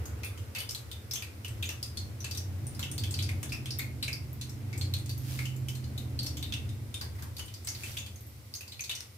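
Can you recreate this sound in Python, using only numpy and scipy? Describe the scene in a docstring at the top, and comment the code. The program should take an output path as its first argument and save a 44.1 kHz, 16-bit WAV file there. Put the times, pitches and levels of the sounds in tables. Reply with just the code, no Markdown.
"""A home kitchen, a stereo pair near a pan of hot oil that stands a little to the left. From the start steam
bubbles burst with a snap and a short ring, trapped water cracks, and the hard walls answer; outside,
tyres fade and traffic rumbles. By 3 s an engine has drawn near and drones through the walls. Past 5 s
a droplet sizzles away and the hum swells. Around 7 s the engine leaves, dull knocks come from the work
table, then another sizzle. The oil spits to the end."""
import sys
import numpy as np
from scipy import signal
from scipy.fft import rfft, irfft
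from scipy.io import wavfile
from scipy.ndimage import uniform_filter1d

SR = 44100
rng = np.random.default_rng(int(sys.argv[2]) if len(sys.argv) > 2 else 0)


def master(y):
    """Save y as 16-bit WAV."""
    cut = np.clip(np.atleast_2d(y).T, -1, 1)
    pcm = np.round(cut * 32767)  # scale
    wavfile.write(sys.argv[1], SR, pcm.astype(np.int16))


N = 404397
BURST_N, ROOM_N = 2048, 16384  # samples in one dry burst, and in the room's answer
T, BURST_T = np.arange(N) / SR, np.arange(BURST_N) / SR
COLOUR_HZ = np.fft.rfftfreq(2 * ROOM_N, 1 / SR)


def amp(db):
    """Decibels to gain."""
    return 10 ** (np.asarray(db) / 20)


def unit_rms(x):
    """Scales to rms 1."""
    return x / np.sqrt(np.mean(x ** 2) + 1e-20)


def curve(points, hz):
    """Reads a table on a log-frequency axis."""
    f, value = np.transpose(points)
    return np.interp(np.log(hz + 1), np.log(f + 1), value)


def add(mix, s, sound):
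    """Mixes a stereo sound in at time s."""
    part = mix[:, max(round(s * SR), 0):][:, :sound.shape[1]]
    part += sound[:, :part.shape[1]]


def lean(left_db):
    """Gains that put the left microphone left_db above the right."""
    return amp([[left_db / 2], [-left_db / 2]])


def swell(peak_s, rise_s, fall_s):
    """A bell-shaped hump of height 1 that builds up to peak_s and dies away."""
    t = T - peak_s
    return np.exp(-.5 * (t / np.where(t < 0, rise_s, fall_s)) ** 2)


def wander(knots):
    """A slow drift through evenly spaced random values."""
    return np.interp(T, np.linspace(0, N / SR, knots), rng.standard_normal(knots))


# Diffuse sound at the pair, alike only in the bass: f/Hz, left-right correlation
COHERENCE = [(30, 0.98), (130, 0.94), (250, 0.79), (500, 0.61), (900, 0), (3000, 0), (15000, 0)]
def diffuse_noise(spectrum):
    """Coloured noise of rms 1 that reaches the microphones from all sides."""
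    hz = np.fft.rfftfreq(N, 1 / SR)
    left, other = rfft(rng.standard_normal((2, N)))
    alike = curve(COHERENCE, hz)
    right = alike * left + np.sqrt(1 - alike ** 2) * other
    return unit_rms(irfft(np.array([left, right]) * amp(curve(spectrum, hz)), N))


# Reverberation between the hard walls: f/Hz, T60/s
ROOM_DECAY = [(600, 0.64), (1500, 0.4), (4000, 0.27), (10000, 0.26), (15000, 0.25)]
def kitchen(direct=0.11, early=0.58, early_s=0.0054, lead_s=0.00034):
    """Frequency response from one spot to the pair: direct sound, close reflections, a dying tail."""
    t = np.arange(ROOM_N) / SR
    reflections = rng.standard_normal((2, ROOM_N)) * (rng.random((2, ROOM_N)) < .25)
    hz, frame_s, bands = signal.stft(reflections, SR, nperseg=256)
    bands *= amp(-60 * frame_s / curve(ROOM_DECAY, hz)[:, None])
    response = signal.istft(bands, SR, nperseg=256)[1][:, :ROOM_N]
    response *= 1 + early * np.exp(-t / early_s)
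    response /= np.linalg.norm(response, axis=1, keepdims=True)
    response[0, 0] += direct
    response[1, round(lead_s * SR)] += direct  # the right microphone is farther away
    return rfft(response, 2 * ROOM_N)


def at_microphones(sound, room, colour):
    """A short sound, coloured and carried across the room, with rms 1 over its first 30 ms."""
    wet = irfft(rfft(sound, 2 * ROOM_N) * room * colour)[:, :ROOM_N]
    return wet / np.sqrt(np.mean(wet[:, :round(.03 * SR)] ** 2))


# Still air of the kitchen: f/Hz, relative density/dB
AIR_COLOUR = [(290, -39), (500, -3.5), (1420, -6), (1770, -15), (1930, 1), (2810, -5.5), (5310, -3),
              (6610, -6.5), (14900, -6), (16000, -21.5)]
def room_tone(level_db=-58.56):
    """A faint, steady hiss all around the microphones."""
    return amp(level_db) * diffuse_noise(AIR_COLOUR)


# Swells of traffic outside: peak t/s, road noise level/dB, rumble level/dB, half length/s
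TRAFFIC_SWELLS = [(0, -49.5, -37.5, 0.34), (1.59, -53.5, -39, 0.087), (2.042, -64, -39, 0.1),
                  (3.06, -48.5, -38, 1), (4.796, -48.5, -44.5, 0.18), (6.22, -49, -38.5, 0.64),
                  (6.68, -60, -38, 0.094), (7.14, -62, -38, 0.082), (7.93, -56.5, -42, 0.29)]
# Road noise and rumble as they arrive indoors: f/Hz, relative density/dB
ROAD_COLOUR = [(130, -16), (180, -6), (210, 3), (260, -2), (320, -1.5), (420, -9), (700, -13.5),
               (1200, -20.5), (2500, -22), (6000, -38), (15000, -45)]
RUMBLE_COLOUR = [(20, -34), (38, -30), (50, -15.5), (68, -9.5), (75, 1), (90, 5), (101, 2), (111, 2),
                 (130, -1.5), (142, -17.5), (170, -22), (230, -47)]
def traffic(trim_db=-1, falloff=1.3, steady_s=0.11, waver_db=1.75):
    """Road noise and rumble swell and fade behind the walls."""
    peak_s, road_db, rumble_db, half_s = np.transpose(TRAFFIC_SWELLS)
    from_peak = (T[:, None] - peak_s) / half_s
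    power_share = np.hypot(1, from_peak) ** (-2 * falloff)  # 1 at the top of each swell
    road = np.sqrt(power_share @ amp(road_db) ** 2) * diffuse_noise(ROAD_COLOUR)
    rumble = diffuse_noise(RUMBLE_COLOUR)
    rumble /= np.sqrt(uniform_filter1d((rumble ** 2).mean(0), round(steady_s * SR)))  # even out its level
    rumble *= amp(waver_db * wander(knots=70)) * np.sqrt(power_share @ amp(rumble_db) ** 2)
    return amp(trim_db) * (road + rumble)


# Low notes of the room under the traffic: peak t/s, level/dB, half length/s, f/Hz
BOOMS = [(.06, -41.5, 0.16, 73), (2.453, -33.5, 0.073, 92), (3.185, -33, 0.18, 93),
         (4.89, -30.5, 0.062, 93), (6.7, -39, 0.1, 103), (7.14, -46, 0.13, 78)]
def room_booms(trim_db=-1):
    """The rumble swells into booms on the room's low notes, the same at both microphones."""
    out = np.zeros(N)
    for s, db, half_s, hz in BOOMS:
        note = np.sqrt(2) * np.sin(2 * np.pi * (hz * T + rng.random()))
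        out += amp(db + trim_db) * swell(s, half_s, half_s) * note
    return out


# Tyres far off in the street: f/Hz, relative density/dB
TYRE_COLOUR = [(200, -24), (330, -1.5), (470, 4), (700, -9), (1400, -5), (3000, -15.5), (8000, -55)]
def receding_tyres(start_db=-51.5, fade_s=0.11, falloff=0.33, fade_db_per_s=0.45):
    """A vehicle is already moving off: its tyre noise drops quickly, then lingers."""
    fade = amp(start_db - fade_db_per_s * T) / (1 + T / fade_s) ** falloff
    return fade * diffuse_noise(TYRE_COLOUR)


# Speed of the engine outside: t/s, firing rate/Hz
FIRING_RATE = [(2, 22.5), (2.8, 26.8), (3.4, 26.6), (3.8, 25.3), (5, 25), (5.3, 25.8), (6.7, 24.8),
               (7.4, 27.3)]
# Its wavering harmonics, and those that hum in the room: multiple of the firing rate, relative level/dB
DRONE_ORDERS = [(2, -22), (3, -8.5), (4, 0.5), (6, -9), (7, -33), (8, -11.5), (9, -11.5), (10, -18),
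                (11, -13), (12, -13.5), (13, -23), (14, -21.5), (15, -25)]
HUM_ORDERS = [(5, -0.5), (8, -19)]
def passing_engine(drone_db=-47.5, hum_db=-43.5, waver_db=4.5, swell_db=8.5, cruise_hz=26.6,
                   load_db_per_hz=1, near_s=3.07, leaves_s=6.63, rise_db_per_s=9, fall_db_per_s=28):
    """An engine nears, lingers and leaves; its hum is stronger at the right microphone and swells once."""
    rate = np.interp(T, *np.transpose(FIRING_RATE))
    firings = np.cumsum(rate) / SR
    drone = np.zeros(N)
    for order, db in DRONE_ORDERS:
        gain = amp(db + waver_db * wander(knots=40))
        drone += gain * np.sin(2 * np.pi * (order * firings + rng.random()))
    drone *= amp(drone_db + load_db_per_hz * np.minimum(rate - cruise_hz, 0))  # quieter as it eases off
    hum = sum(amp(db) * np.sin(2 * np.pi * order * firings) for order, db in HUM_ORDERS)
    hum *= amp(hum_db + swell_db * swell(peak_s=5.49, rise_s=0.31, fall_s=0.31))
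    away_db = np.maximum(rise_db_per_s * (near_s - T), fall_db_per_s * (T - leaves_s))
    return np.sqrt(2) * amp(-np.maximum(away_db, 0)) * (hum * lean(left_db=-4) + drone)


# Knocks at the work table: t/s, level/dB
KNOCKS = [(1.693, -50), (7.008, -45), (7.028, -56), (7.151, -56), (7.185, -51.5), (7.222, -47),
          (7.385, -50)]
# Their dull colour: f/Hz, relative density/dB
KNOCK_COLOUR = [(300, -5.5), (700, -11.5), (980, -3.5), (1250, -9), (1750, -5.5), (2500, -13.5),
                (6000, -15.5)]
def table_knocks(decay_s=0.009):
    """Soft, well damped taps that reach the microphones mostly by way of the walls."""
    out = np.zeros((2, N))
    colour = amp(curve(KNOCK_COLOUR, COLOUR_HZ))
    for s, db in KNOCKS:
        scuff = rng.standard_normal(BURST_N) * np.exp(-BURST_T / decay_s)
        add(out, s, amp(db) * at_microphones(scuff, kitchen(), colour))
    return out


# Droplets in the pan: peak t/s, level/dB
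DROPLETS = [(5.36, -45), (7.7, -58), (7.88, -45.5)]
# Their hiss: f/Hz, relative density/dB
SIZZLE_COLOUR = [(500, -2.5), (1000, -4), (2500, 2), (5000, 2.5), (9000, -2), (13000, 1.5), (16000, -5)]
def sizzle(grain_db=2, rise_s=0.098, fall_s=0.084):
    """Each droplet boils off in a fine, grainy hiss."""
    grain = amp(grain_db * unit_rms(uniform_filter1d(rng.standard_normal(N), size=90)))
    power = sum((amp(db) * swell(s, rise_s, fall_s)) ** 2 for s, db in DROPLETS)
    return np.sqrt(power) * unit_rms(grain * diffuse_noise(SIZZLE_COLOUR))


# Hard cracks from the pan: t/s, direct envelope peak at the left microphone/dB, f/Hz
CRACKS = [(.695, -24, 5500), (.71, -25, 6000), (1.136, -19, 12200), (1.829, -32, 10700),
          (2.2466, -22, 6900), (2.3753, -25, 12000), (2.669, -26, 9300), (3.144, -26, 5000),
          (3.707, -29, 5000), (3.7883, -16, 12900), (4.0317, -31, 12500), (4.3315, -26.5, 13300),
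          (4.412, -38, 4260), (4.939, -22.5, 12570), (6.1923, -27, 4400), (6.268, -27, 5200),
          (7.6866, -24, 5798), (8.807, -29.5, 12000), (9.0068, -24, 5400)]
def water_cracks(rise_s=0.00014, room_db=-3, lead_s=0.00034, right_db=-5):
    """Trapped water flashes to steam: a few hard cycles straight to the pair, the left microphone first."""
    t = np.arange(ROOM_N) / SR
    out = np.zeros((2, N))
    for s, db, hz in CRACKS:
        envelope = t / rise_s * np.exp(1 - t / rise_s)
        crack = amp(db) * envelope * np.sin(2 * np.pi * hz * t)
        direct = np.array([crack, amp(right_db) * np.roll(crack, round(lead_s * SR))])
        walls = irfft(rfft(crack, 2 * ROOM_N) * kitchen())[:, :ROOM_N]
        add(out, s - rise_s, direct + amp(room_db) * walls)
    return out


# Narrow resonances of the pan: f/Hz, full width at half power/Hz, relative level/dB
PAN_MODES = [(2168, 36, 5), (2440, 99, 2.5), (2647, 32, 10), (2987, 28, 6), (3650, 22, 7.5), (3450, 12, 9),
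             (4040, 17, -29), (4280, 11, 1), (4600, 43, 2), (6330, 67, 5)]
def pan_resonance(trim_db=-4):
    """The frequency response with which the pan colours every bubble."""
    return 1 + sum(amp(db + trim_db) / (1 + 2j * (COLOUR_HZ - hz) / width) for hz, width, db in PAN_MODES)


# Snap of a tearing bubble film: f/Hz, relative density/dB
SNAP_COLOUR = [(300, -9), (700, -2), (1200, -1.5), (1800, 0.5), (2500, -1.5), (4500, 6), (6300, 6),
               (7500, 5.5), (9000, 6), (10500, 2), (12500, 7), (15500, -1.5)]
def film_snap(pitch, ring_excess_db, pan, click_s=0.000037, spray=0.056, spray_s=0.0069, scatter_db=3):
    """The film tears with a click and fine spray follows; each film has its own bumps in colour."""
    envelope = .5 * np.exp(-BURST_T / click_s) + spray * np.exp(-BURST_T / spray_s)
    snap = rng.standard_normal(BURST_N) * envelope
    snap[0] = 2  # the first click
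    # brighter for a small bubble, and where the ring outweighs the snap
    tilt_db_per_octave = -1.5 + 1.5 * np.log2(pitch / 4000) + 0.14 * ring_excess_db
    treble_db = tilt_db_per_octave * np.log2(np.maximum(COLOUR_HZ, 3500) / 7000)
    bass_db = -4 * np.clip(np.log2(pitch / (COLOUR_HZ + 1)), 0, 1)  # it radiates less below its own pitch
    bumps_db = scatter_db * np.interp(COLOUR_HZ, np.linspace(0, SR / 2, 16), rng.standard_normal(16))
    colour = amp(curve(SNAP_COLOUR, COLOUR_HZ) + treble_db + bass_db + bumps_db)
    return at_microphones(snap, kitchen(direct=0.31), pan * colour)


# Uneven side modes of an open bubble: ratio to its pitch, relative level/dB
CAVITY_MODES = [(0.801, -13.5), (1.4, -24.5), (2, -14.5)]
def cavity_ring(pitch, ring_db, pan, rise_s=0.000088, decay_s=0.00261, glide=0.5, unsteady=0.61,
                scatter=0.106):
    """Escaping steam blows the open cavity like a tiny bottle; the unsteady flow widens the ring."""
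    width_hz = 650 * pitch / 4000 * np.exp(0.06 * (ring_db + 43.5))  # harder bursts are more turbulent
    pole = np.exp(-np.pi * width_hz / SR)
    turbulence = rng.standard_normal(BURST_N) + 1j * rng.standard_normal(BURST_N)
    flutter = signal.lfilter([1], [1, -2 * pole, pole ** 2], turbulence)[::-1]
    flow = 1 + unsteady * flutter / flutter.std()
    rising_hz = pitch + glide * width_hz * (BURST_T / decay_s - .5)  # the pitch climbs as the hole opens
    phase = 2 * np.pi * np.cumsum(rising_hz) / SR
    tone = np.exp(1j * phase)
    for ratio, db in CAVITY_MODES:
        ratio *= 1 + scatter * rng.standard_normal()  # no two bubbles are alike
        if ratio * pitch < SR / 2:
            tone += amp(db) * np.exp(1j * ratio * phase)
    envelope = (1 - np.exp(-BURST_T / rise_s)) * np.exp(-BURST_T / decay_s)
    return at_microphones((flow * tone).real * envelope, kitchen(direct=0.39), pan)


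def faint_bubbles(per_s=1.2, low_hz=3000, high_hz=9900, ring_db=-56, snap_db=-54.5):
    """Rows like those of BUBBLES for the small ones that burst at random in between."""
    when, height = rng.random((round(per_s * N / SR), 2)).T
    pitches = low_hz * (high_hz / low_hz) ** height
    return [(s, hz, ring_db, snap_db) for s, hz in zip(when * N / SR, pitches)]


# Steam bubbles bursting in the oil: t/s, cavity f/Hz, ring level/dB, snap level/dB
BUBBLES = [(0.056, 6770, -49, -50), (.234, 2510, -42.5, -46), (.246, 9400, -47.5, -45),
           (.55, 2770, -46.5, -42), (.559, 2430, -38.5, -44.5), (.585, 4460, -43, -41.5),
           (.604, 3050, -43.5, -42.5), (0.691, 5040, -41.5, -44), (.709, 5370, -48, -44),
           (.748, 4040, -42, -43), (.915, 3680, -45.5, -47.5), (1.111, 5360, -37.5, -47),
           (1.136, 6100, -40, -41), (1.157, 6300, -40.5, -60), (1.157, 3100, -42.5, -44.5),
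           (1.223, 2360, -44, -44), (1.447, 2880, -43, -46.5), (1.481, 8100, -57, -50),
           (1.626, 3330, -37.5, -44.5), (1.63, 2490, -42, -50), (1.656, 6730, -46.5, -54),
           (1.691, 2750, -43, -39.5), (1.828, 4880, -38.5, -42), (1.972, 4290, -40, -44),
           (2.204, 5920, -46, -56), (2.244, 2590, -44.5, -41.5), (2.311, 4700, -43, -42.5),
           (2.349, 3780, -48, -48), (2.374, 5460, -41.5, -43.5), (2.668, 9160, -46.5, -51.5),
           (2.794, 4050, -47, -41.5), (2.828, 3240, -39.5, -46), (2.838, 2690, -46, -51),
           (2.915, 9000, -43.5, -44.5), (2.98, 4490, -40.5, -42.5), (3.037, 3350, -42, -42),
           (3.109, 7660, -44.5, -44), (3.141, 4540, -39.5, -45), (3.189, 3780, -37.5, -46),
           (3.225, 4770, -41.5, -42), (3.291, 2330, -43, -45), (3.43, 6350, -65, -40),
           (3.494, 4750, -62, -49.5), (3.521, 2630, -39.5, -48), (3.524, 5020, -43.5, -46.5),
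           (3.658, 3220, -46.5, -44.5), (3.706, 4860, -38.5, -47.5), (3.786, 13600, -55, -54),
           (3.792, 2030, -39.5, -41), (3.793, 4130, -44, -61), (4.027, 3940, -34.5, -41.5),
           (4.08, 2360, -38, -43), (4.129, 4900, -38.5, -49), (4.413, 4100, -45, -44.5),
           (4.495, 5450, -55, -51.5), (4.729, 2230, -47.5, -51), (4.777, 7860, -46.5, -49),
           (4.812, 4220, -39.5, -47), (4.938, 4160, -36, -44.5), (5.06, 6500, -66, -50),
           (5.094, 4400, -44, -45), (5.178, 12400, -50, -53), (5.39, 2070, -40, -48),
           (5.455, 2940, -43.5, -47), (5.685, 3000, -44, -43), (5.752, 4140, -53, -49.5),
           (5.978, 3880, -44, -47.5), (6.19, 4440, -35.5, -52), (6.232, 4310, -46, -43.5),
           (6.263, 4470, -43.5, -48), (6.266, 5200, -41.5, -46), (6.37, 3280, -49, -44.5),
           (6.427, 3780, -40, -46), (6.523, 3550, -37.5, -47), (6.537, 2765, -41, -44),
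           (6.942, 3510, -41, -43.5), (7.013, 4760, -42, -47.5), (7.223, 12500, -57, -50),
           (7.367, 4500, -50, -46), (7.383, 10200, -57, -48.5), (7.394, 3000, -44.5, -45.5),
           (7.54, 4730, -51, -49.5), (7.647, 7800, -48.5, -53), (7.672, 4980, -43, -39.5),
           (7.676, 2090, -50, -54), (7.684, 5800, -39, -51), (7.749, 4350, -46.5, -53),
           (7.835, 2486, -42.5, -45), (7.969, 2760, -42.5, -49), (7.972, 3400, -41, -45),
           (7.984, 6540, -45.5, -55), (8.063, 3080, -52, -50), (8.158, 6500, -55.5, -57),
           (8.207, 12000, -58, -58), (8.266, 12200, -56, -64), (8.539, 4800, -42, -48.5),
           (8.552, 6160, -43.5, -48), (8.608, 2620, -48.5, -48.5), (8.679, 4800, -52, -53),
           (8.721, 4100, -47, -54), (8.794, 2410, -44, -48), (8.807, 6340, -39, -51),
           (8.839, 4440, -49, -42.5), (8.895, 3580, -36, -42), (8.913, 2850, -42, -43.5),
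           (8.951, 5840, -44, -45.5), (9.005, 5200, -53.5, -48.5)]
def spitting_oil(ring_trim_db=0.1):
    """Near the pair and to its left, each bubble snaps open and its cavity rings."""
    out = np.zeros((2, N))
    pan = pan_resonance()
    for s, pitch, ring_db, snap_db in BUBBLES + faint_bubbles():
        add(out, s, amp(ring_db + ring_trim_db) * cavity_ring(pitch, ring_db, pan))
        add(out, s, amp(snap_db) * film_snap(pitch, ring_db - snap_db, pan))
    return out * lean(left_db=1.06)


def scene():
    """The nearby pan over the room and the street; the hiss is nearly centred, a touch to the right."""
    pan = spitting_oil() + water_cracks()
    hiss = (room_tone() + sizzle()) * lean(left_db=-0.5)
    street = traffic() + room_booms() + receding_tyres() + passing_engine()
    return street + hiss + table_knocks() + pan


def record(dry, edge_hz=15650):
    """The recorder's band limit."""
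    lowpass = signal.firwin(255, edge_hz, window=("kaiser", 8), fs=SR)
    return signal.oaconvolve(dry, lowpass[None], "same")


dry = scene()
out = record(dry)
master(out)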